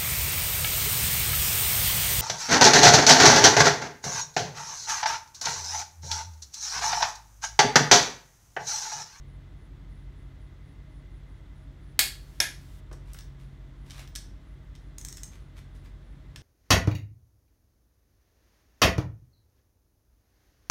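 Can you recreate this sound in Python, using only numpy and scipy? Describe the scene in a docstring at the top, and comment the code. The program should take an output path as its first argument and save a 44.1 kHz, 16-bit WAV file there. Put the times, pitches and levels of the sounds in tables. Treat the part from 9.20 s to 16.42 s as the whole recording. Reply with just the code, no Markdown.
"""In a garage, a low hum like an engine idling outside and a faint, high insect trill go on throughout.
At 2.8 s a click-type torque wrench, tightening a cylinder head bolt, gives way with a loud snap: its arm
slaps the inside of its steel tube. At 3.2 s it snaps back as the pull eases, and a soft hiss lingers.
From 3.7 s the socket knocks and scrapes as it is lifted off and slid onto the next bolt. At 5.8 s the
handle swings back, clicking over seven ratchet teeth. A few light rubs and a last knock follow."""
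import sys
import numpy as np
from scipy import signal
from scipy.fft import rfft, irfft, next_fast_len
from scipy.io import wavfile
from scipy.ndimage import uniform_filter1d, map_coordinates

SR = 44100
rng = np.random.default_rng(int(sys.argv[2]) if len(sys.argv) > 2 else 0)


def log_audio(samples):
    """Write samples as a 16-bit WAV file to the path given in sys.argv[1]."""
    # one column per channel
    frames = np.atleast_2d(samples).T
    # limit to full scale, then quantise
    limited = np.clip(frames, -1, 1)
    pcm = np.round(limited * 32767).astype(np.int16)
    wavfile.write(sys.argv[1], SR, pcm)


N = 318402
TIME = np.arange(N) / SR
AGE = np.arange(SR // 2) / SR  # seconds since a hit

def amp(db):
    """Turn decibels into a gain."""
    return 10 ** (np.asarray(db) / 20)

def unit(x):
    """Scale a sound to an average (rms) level of 1."""
    return x / np.sqrt(np.mean(x ** 2) + 1e-20)

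def along(points, hz):
    """Read between the rows of a (pitch, value) table, on a log pitch scale."""
    pitches, values = np.transpose(points)
    return np.interp(np.log(hz + 1), np.log(pitches + 1), values)

def fade(t, fade_s):
    """Die away by 60 dB every fade_s seconds."""
    return np.exp(-np.log(1000) * t / fade_s)

def swell(middle_s, length_s):
    """A flat-topped hill of height 1."""
    return np.exp(-(2 * (TIME - middle_s) / length_s) ** 4)

def wobble(rate):
    """A smooth curve through `rate` random values a second."""
    return map_coordinates(rng.standard_normal(int(N * rate / SR) + 4), [TIME * rate])

def filtered(x, response):
    """Turn each frequency up or down by the gain response(hz)."""
    size = next_fast_len(len(x) + SR // 4)
    hz = np.fft.rfftfreq(size, 1 / SR)
    return irfft(rfft(x, size) * response(hz), size)[:len(x)]

def noise(tone):
    """Noise of level 1, shaped by a (pitch_hz, level_db) table."""
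    return unit(filtered(rng.standard_normal(N), lambda hz: amp(along(tone, hz))))

def band(centre_hz, width_hz):
    """Noise of level 1, gathered around one pitch."""
    peak = lambda hz: 1 / (1 + ((hz - centre_hz) / width_hz * 2) ** 2)
    return unit(filtered(rng.standard_normal(N), peak))

def tone_filter(tone, size=2048):
    """The promptest (minimum-phase) click of energy 1 with the shape tone(hz), in dB."""
    gain = np.maximum(amp(tone(np.fft.rfftfreq(size, 1 / SR))), 1e-6)
    cepstrum = irfft(np.log(gain))
    cepstrum[1:size // 2] *= 2
    cepstrum[size // 2 + 1:] = 0
    response = irfft(np.exp(rfft(cepstrum)))
    return response / np.linalg.norm(response)

def add(track, start_s, sound):
    """Mix a sound into the track."""
    part = track[round(start_s * SR):][:len(sound)]
    part += sound[:len(part)]

def clack(tone, fade_s, smooth_bins=41, rise_s=.0003, size=2048):
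    """Steel hits steel: a burst of tiny impacts, evened out in tone and then shaped by tone(hz)."""
    burst = rng.choice([-1, 1], len(AGE)) * fade(AGE, fade_s) * (1 - np.exp(-AGE / rise_s))
    power = uniform_filter1d(np.abs(rfft(burst, size)) ** 2, size=smooth_bins)
    shaper = tone_filter(lambda hz: tone(hz) - 10 * np.log10(power))
    shaped = signal.fftconvolve(burst, shaper)[:len(AGE)]
    return shaped * np.linalg.norm(burst) / np.linalg.norm(shaped)

def ring(hz, fade_s, rise_s=.001):
    """One fading note of struck steel."""
    wave = np.sin(2 * np.pi * (hz * AGE + rng.random()))
    return wave * fade(AGE, fade_s) * (1 - np.exp(-AGE / rise_s))

# how long the garage echoes: pitch_hz, fade_s
ECHO_FADES = [(200, .36), (700, .33), (1700, .32), (4500, .33), (8000, .29), (12000, .28), (16000, .23)]
def garage(x, echo_db, build_s=.003):
    """Add the room's echo, which builds quickly after the sound and dies sooner in the treble."""
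    hz, t, spectrum = signal.stft(rng.standard_normal(len(AGE)), SR, nperseg=256)
    spectrum = spectrum * fade(t, along(ECHO_FADES, hz)[:, None])
    tail = signal.istft(spectrum, SR)[1][:len(AGE)]
    tail *= 1 - np.exp(-(AGE / build_s) ** 2)
    return x + amp(echo_db) * signal.fftconvolve(x, tail / np.linalg.norm(tail))[:len(x)]

# tone of the room's steady noise: pitch_hz, relative_db
AIR_TONE = [(100, -25), (200, -5), (330, -2), (450, -11), (750, -15), (1100, -15.5), (1950, -17.5),
            (2400, -23), (3800, -23.5), (4800, -30), (6500, -32.5), (8500, -37), (11000, -40), (16000, -43)]
# faint whirring: pitch_hz, width_hz, level_db
WHIRRS = [(280, 22, -69.5), (626, 18, -76), (3450, 400, -81)]
def room_air(air_db=-60.5, whine_db=-77.5, swell_db=4):
    """Steady noise, some whirring and a faint whine that swells once."""
    whirr = sum(amp(db) * band(hz, width_hz) for hz, width_hz, db in WHIRRS)
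    whine_gain = amp(whine_db + swell_db * swell(middle_s=1.5, length_s=1.4))
    whine = whine_gain * band(centre_hz=2040, width_hz=90)
    return amp(air_db) * noise(AIR_TONE) + whirr + whine

def insect(level_db=-80, tiring_db_per_s=-.4, flutter_db=2, trill_s=.12, gap_s=.235, slowing=.015):
    """Thin, distant trills in a loose rhythm that slowly grows sparser and fainter."""
    middle_s, trills = trill_s, np.zeros(N)
    for gap_scale, length_scale in np.exp(.18 * rng.standard_normal((32, 2))):
        trills = np.maximum(trills, swell(middle_s, trill_s * length_scale))
        middle_s += gap_scale * (gap_s + slowing * middle_s)
    gain = amp(level_db + tiring_db_per_s * TIME + flutter_db * wobble(25))
    return gain * trills * band(centre_hz=9750, width_hz=480)

# notes of the engine's hum: cycles_per_turn, level_db
HUM_NOTES = [(4, -48.5), (4.5, -57), (5, -52), (6, -60), (7, -66), (8, -56), (10, -66), (12, -55.5),
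             (12.5, -66), (15, -68), (17, -73), (21, -73), (24.5, -71)]
# tone of its rumble: pitch_hz, relative_db
RUMBLE_TONE = [(20, -20), (32, -9), (48, 0), (80, -2), (130, 0), (170, -4), (210, -14), (400, -35),
               (1000, -100)]
def idling_engine(turns_per_s=11.3, drift=.008, flutter_db=2, rumble_db=-54.5):
    """A slowly turning crankshaft makes low notes that throb against each other over a soft rumble."""
    turns = np.cumsum(turns_per_s * (1 + drift * wobble(2))) / SR
    hum = np.zeros(N)
    for cycles, db in HUM_NOTES:
        gain = amp(db + flutter_db * wobble(4))
        hum += gain * np.sin(2 * np.pi * (cycles * turns + rng.random()))
    return np.sqrt(2) * hum + amp(rumble_db) * noise(RUMBLE_TONE)

# tone of steel rubbing steel: pitch_hz, relative_db
SCRAPE_TONE = [(290, -41), (500, -11), (868, -9), (1060, -2), (1260, -8), (1720, -5), (3860, -8),
               (12000, -19), (16000, -27)]
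# strokes of the socket: peak_s, level_db, rise_s, fall_s
STROKES = [(3.89, -62, .025, .04), (3.985, -61, .04, .03), (4.205, -63, .015, .035), (4.67, -62, .02, .03),
           (4.803, -52, .07, .033), (6.14, -60, .025, .025), (6.385, -57.5, .022, .018),
           (6.555, -64, .008, .03), (6.65, -64, .012, .03)]
def socket_scrapes(grit_db=4):
    """The socket rubs over the bolt head, catching on its roughness; each stroke presses and lets go."""
    rub = unit(noise(SCRAPE_TONE) * amp(grit_db * wobble(350)))
    pressure = np.zeros(N)
    for peak_s, db, rise_s, fall_s in STROKES:
        width_s = np.where(TIME < peak_s, rise_s, fall_s)
        pressure += amp(db) * np.exp(-((TIME - peak_s) / width_s) ** 2)
    return garage(pressure * rub, echo_db=-3)

# tone of a knock: pitch_hz, relative_db
KNOCK_TONE = [(150, -8), (400, -4), (800, -4), (1200, 0), (1750, 2), (2300, -5), (3300, 0), (4600, -3),
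              (5600, 3), (7300, -4), (8300, 0), (10500, -5), (12000, -4), (16000, -11)]
# notes of the loose socket: pitch_hz, relative_db, fade_s
SOCKET_NOTES = [(1700, -26, .15), (5330, -25, .16), (5900, -26, .14), (8170, -28, .17)]
# knocks on bolt and cylinder head: start_s, level_db, centre_hz, fade_s, bounce_after_s
SOCKET_KNOCKS = [(3.7130, -38, 380, .035, .016), (3.7268, -46, 6000, .03, .004),
                 (3.9335, -35, 11000, .008, .0105), (3.9460, -41, 1600, .018, .02),
                 (3.9880, -35.5, 4500, .011, .02), (4.6995, -39, 3400, .007, .008),
                 (4.7063, -34.5, 3400, .018, .0097), (4.8751, -41, 3400, .008, .002),
                 (4.9527, -26, 5200, .005, .001), (4.9586, -23, 4800, .01, .0024),
                 (5.5516, -45, 3200, .018, .008), (5.9800, -43, 2200, .015, .003),
                 (7.1600, -29, 2800, .007, .002)]
def socket_knocks(db_per_octave=9, bounce_db=-5, scatter_db=2, softness=.05):
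    """The socket knocks, rings and bounces once. Each knock has its own pitch; long ones start gently."""
    out = np.zeros(N)
    for start_s, db, centre_hz, fade_s, bounce_s in SOCKET_KNOCKS:
        # a rounded peak at centre_hz
        focus = lambda hz: -db_per_octave * np.hypot(np.log2((hz + 1) / centre_hz), .5)
        for delay_s, loss_db in [(0, 0), (bounce_s, bounce_db)]:
            knock = clack(lambda hz: along(KNOCK_TONE, hz) + focus(hz), fade_s, rise_s=softness * fade_s)
            clink = sum(amp(note_db + focus(hz) / 2 + scatter_db * rng.standard_normal()) * ring(hz, ring_s)
                        for hz, note_db, ring_s in SOCKET_NOTES)
            add(out, start_s + delay_s, amp(db + loss_db) * garage(knock + clink, echo_db=-4))
    return out

# thin, high pings: start_s, level_db, pitch_hz, fade_s
SOCKET_PINGS = [(3.9660, -49, 15740, .21), (4.8751, -53, 15140, .09)]
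def socket_pings():
    """The socket rings as it springs free or catches."""
    out = np.zeros(N)
    for start_s, db, hz, fade_s in SOCKET_PINGS:
        add(out, start_s, amp(db) * ring(hz, fade_s, rise_s=.012))
    return out

# tone of the pawl, the ratchet's little catch: pitch_hz, relative_db
PAWL_TONE = [(300, -25), (1000, -15), (1450, -13), (1850, -6), (2700, -14), (3900, -7), (4700, -9),
             (5500, -2), (6800, 0), (8800, -3), (10400, -14), (13000, -10), (16000, -16)]
# one click for each tooth: start_s, level_db, lower_hz, upper_hz
TOOTH_CLICKS = [(5.7828, -30, 6600, 9200), (5.8128, -35, 6300, 8600), (5.8487, -27, 6050, 7900),
                (5.8852, -31.5, 5700, 8400), (5.9256, -31.5, 5400, 6600), (5.9705, -33, 5350, 7650),
                (6.0332, -27.5, 6350, 8250)]
def ratchet(lower_db=10, upper_db=7, width_hz=190):
    """Each tooth flicks the pawl, whose two ringing pitches shift as it rides over the wheel."""
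    out = np.zeros(N)
    bump = lambda hz, centre_hz: 1 / (1 + ((hz - centre_hz) / width_hz) ** 2)
    for start_s, db, lower_hz, upper_hz in TOOTH_CLICKS:
        peaks = lambda hz: lower_db * bump(hz, lower_hz) + upper_db * bump(hz, upper_hz)
        click = clack(lambda hz: along(PAWL_TONE, hz) + peaks(hz), fade_s=.012)
        add(out, start_s, amp(db) * garage(click, echo_db=-3))
    return out

def lingering_hiss(level_db=-64.5, linger_s=.41, edge_s=.02):
    """A soft hiss starts with the wrench's first snap and stops a little after the second."""
    start_s, end_s = GIVE_WAY[0], SNAP_BACK[0] + linger_s
    gate = np.clip(np.minimum(TIME - start_s, end_s - TIME) / edge_s, 0, 1)
    return amp(level_db) * gate * noise([(300, 0), (4000, 0), (9000, -3), (16000, -7)])

# the two snaps: start_s, level_db, fade_s, echo_db
GIVE_WAY = (2.7914, -6.7, .025, -2)
SNAP_BACK = (3.2020, -14.5, .03, -1)
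# their tones: pitch_hz, relative_db
GIVE_WAY_TONE = [(80, -36), (300, -15), (480, -13), (800, -11), (1250, -13.5), (1600, -5), (2300, -1.5),
                 (2850, -6), (3400, -2), (4600, 0), (5900, -8), (8300, -2.5), (10000, -9), (12700, -4),
                 (13600, -15), (15500, -10)]
SNAP_BACK_TONE = [(80, -26), (250, -10), (480, -15), (720, -9), (1150, -16), (1700, -1), (2400, -3),
                  (3000, -10), (3500, -3), (4400, -8), (5400, -6), (6600, -6), (7600, -13), (11300, -8.5),
                  (13500, -25), (16000, -29)]
# notes of the steel tube and socket: pitch_hz, give_way_relative_db, snap_back_relative_db, fade_s
TUBE_NOTES = [(727, -50, -48, .2), (1647, -40, -30.5, .36), (1708, -36, -33, .36), (2184, -36, -41, .25),
              (2431, -30, -40, .23), (2943, -35, -48, .23), (3368, -30, -37, .26), (4332, -32, -48, .33),
              (4383, -32, -49, .37), (4494, -32, -49, .39), (4733, -33, -48, .32), (5200, -39, -41, .32),
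              (6190, -38, -40, .22), (6880, -38, -44, .3), (8393, -39, -52, .26), (10815, -33, -33.5, .25),
              (10993, -37, -42, .2), (11200, -42, -42, .24), (12660, -37, -56, .26), (13347, -43, -62, .24)]
# tick of the pivot block inside the wrench: start_s, level_db, pitch_hz, fade_s
BLOCK_TICK = (3.2026, -2, 5400, .009)
def torque_wrench(tube_db=-3):
    """The arm slaps its tube twice, making it ring; the second time, the block drops into its seat."""
    out = np.zeros(N)
    for which, (snap, tone) in enumerate([(GIVE_WAY, GIVE_WAY_TONE), (SNAP_BACK, SNAP_BACK_TONE)]):
        start_s, db, fade_s, echo_db = snap
        slap = clack(lambda hz: along(tone, hz), fade_s, smooth_bins=21)
        add(out, start_s, amp(db) * garage(slap, echo_db))
        tube = sum(amp(levels_db[which]) * ring(hz, ring_s) for hz, *levels_db, ring_s in TUBE_NOTES)
        add(out, start_s, amp(tube_db) * garage(tube, echo_db=-9))
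    start_s, db, hz, fade_s = BLOCK_TICK
    add(out, start_s, amp(db) * garage(ring(hz, fade_s, rise_s=.0004), echo_db=-14))
    return out

def scene():
    """The tool and its background, mixed into one channel."""
    tool = torque_wrench() + ratchet() + socket_knocks() + socket_pings() + socket_scrapes()
    background = idling_engine() + room_air() + lingering_hiss() + insect()
    return (tool + background)[None]

def record(dry, top_hz=15800):
    """Cut away the very highest treble."""
    low_pass = lambda hz: 1 / np.sqrt(1 + (hz / top_hz) ** 200)
    return np.array([filtered(channel, low_pass) for channel in dry])

dry = scene()
out = record(dry)
log_audio(out)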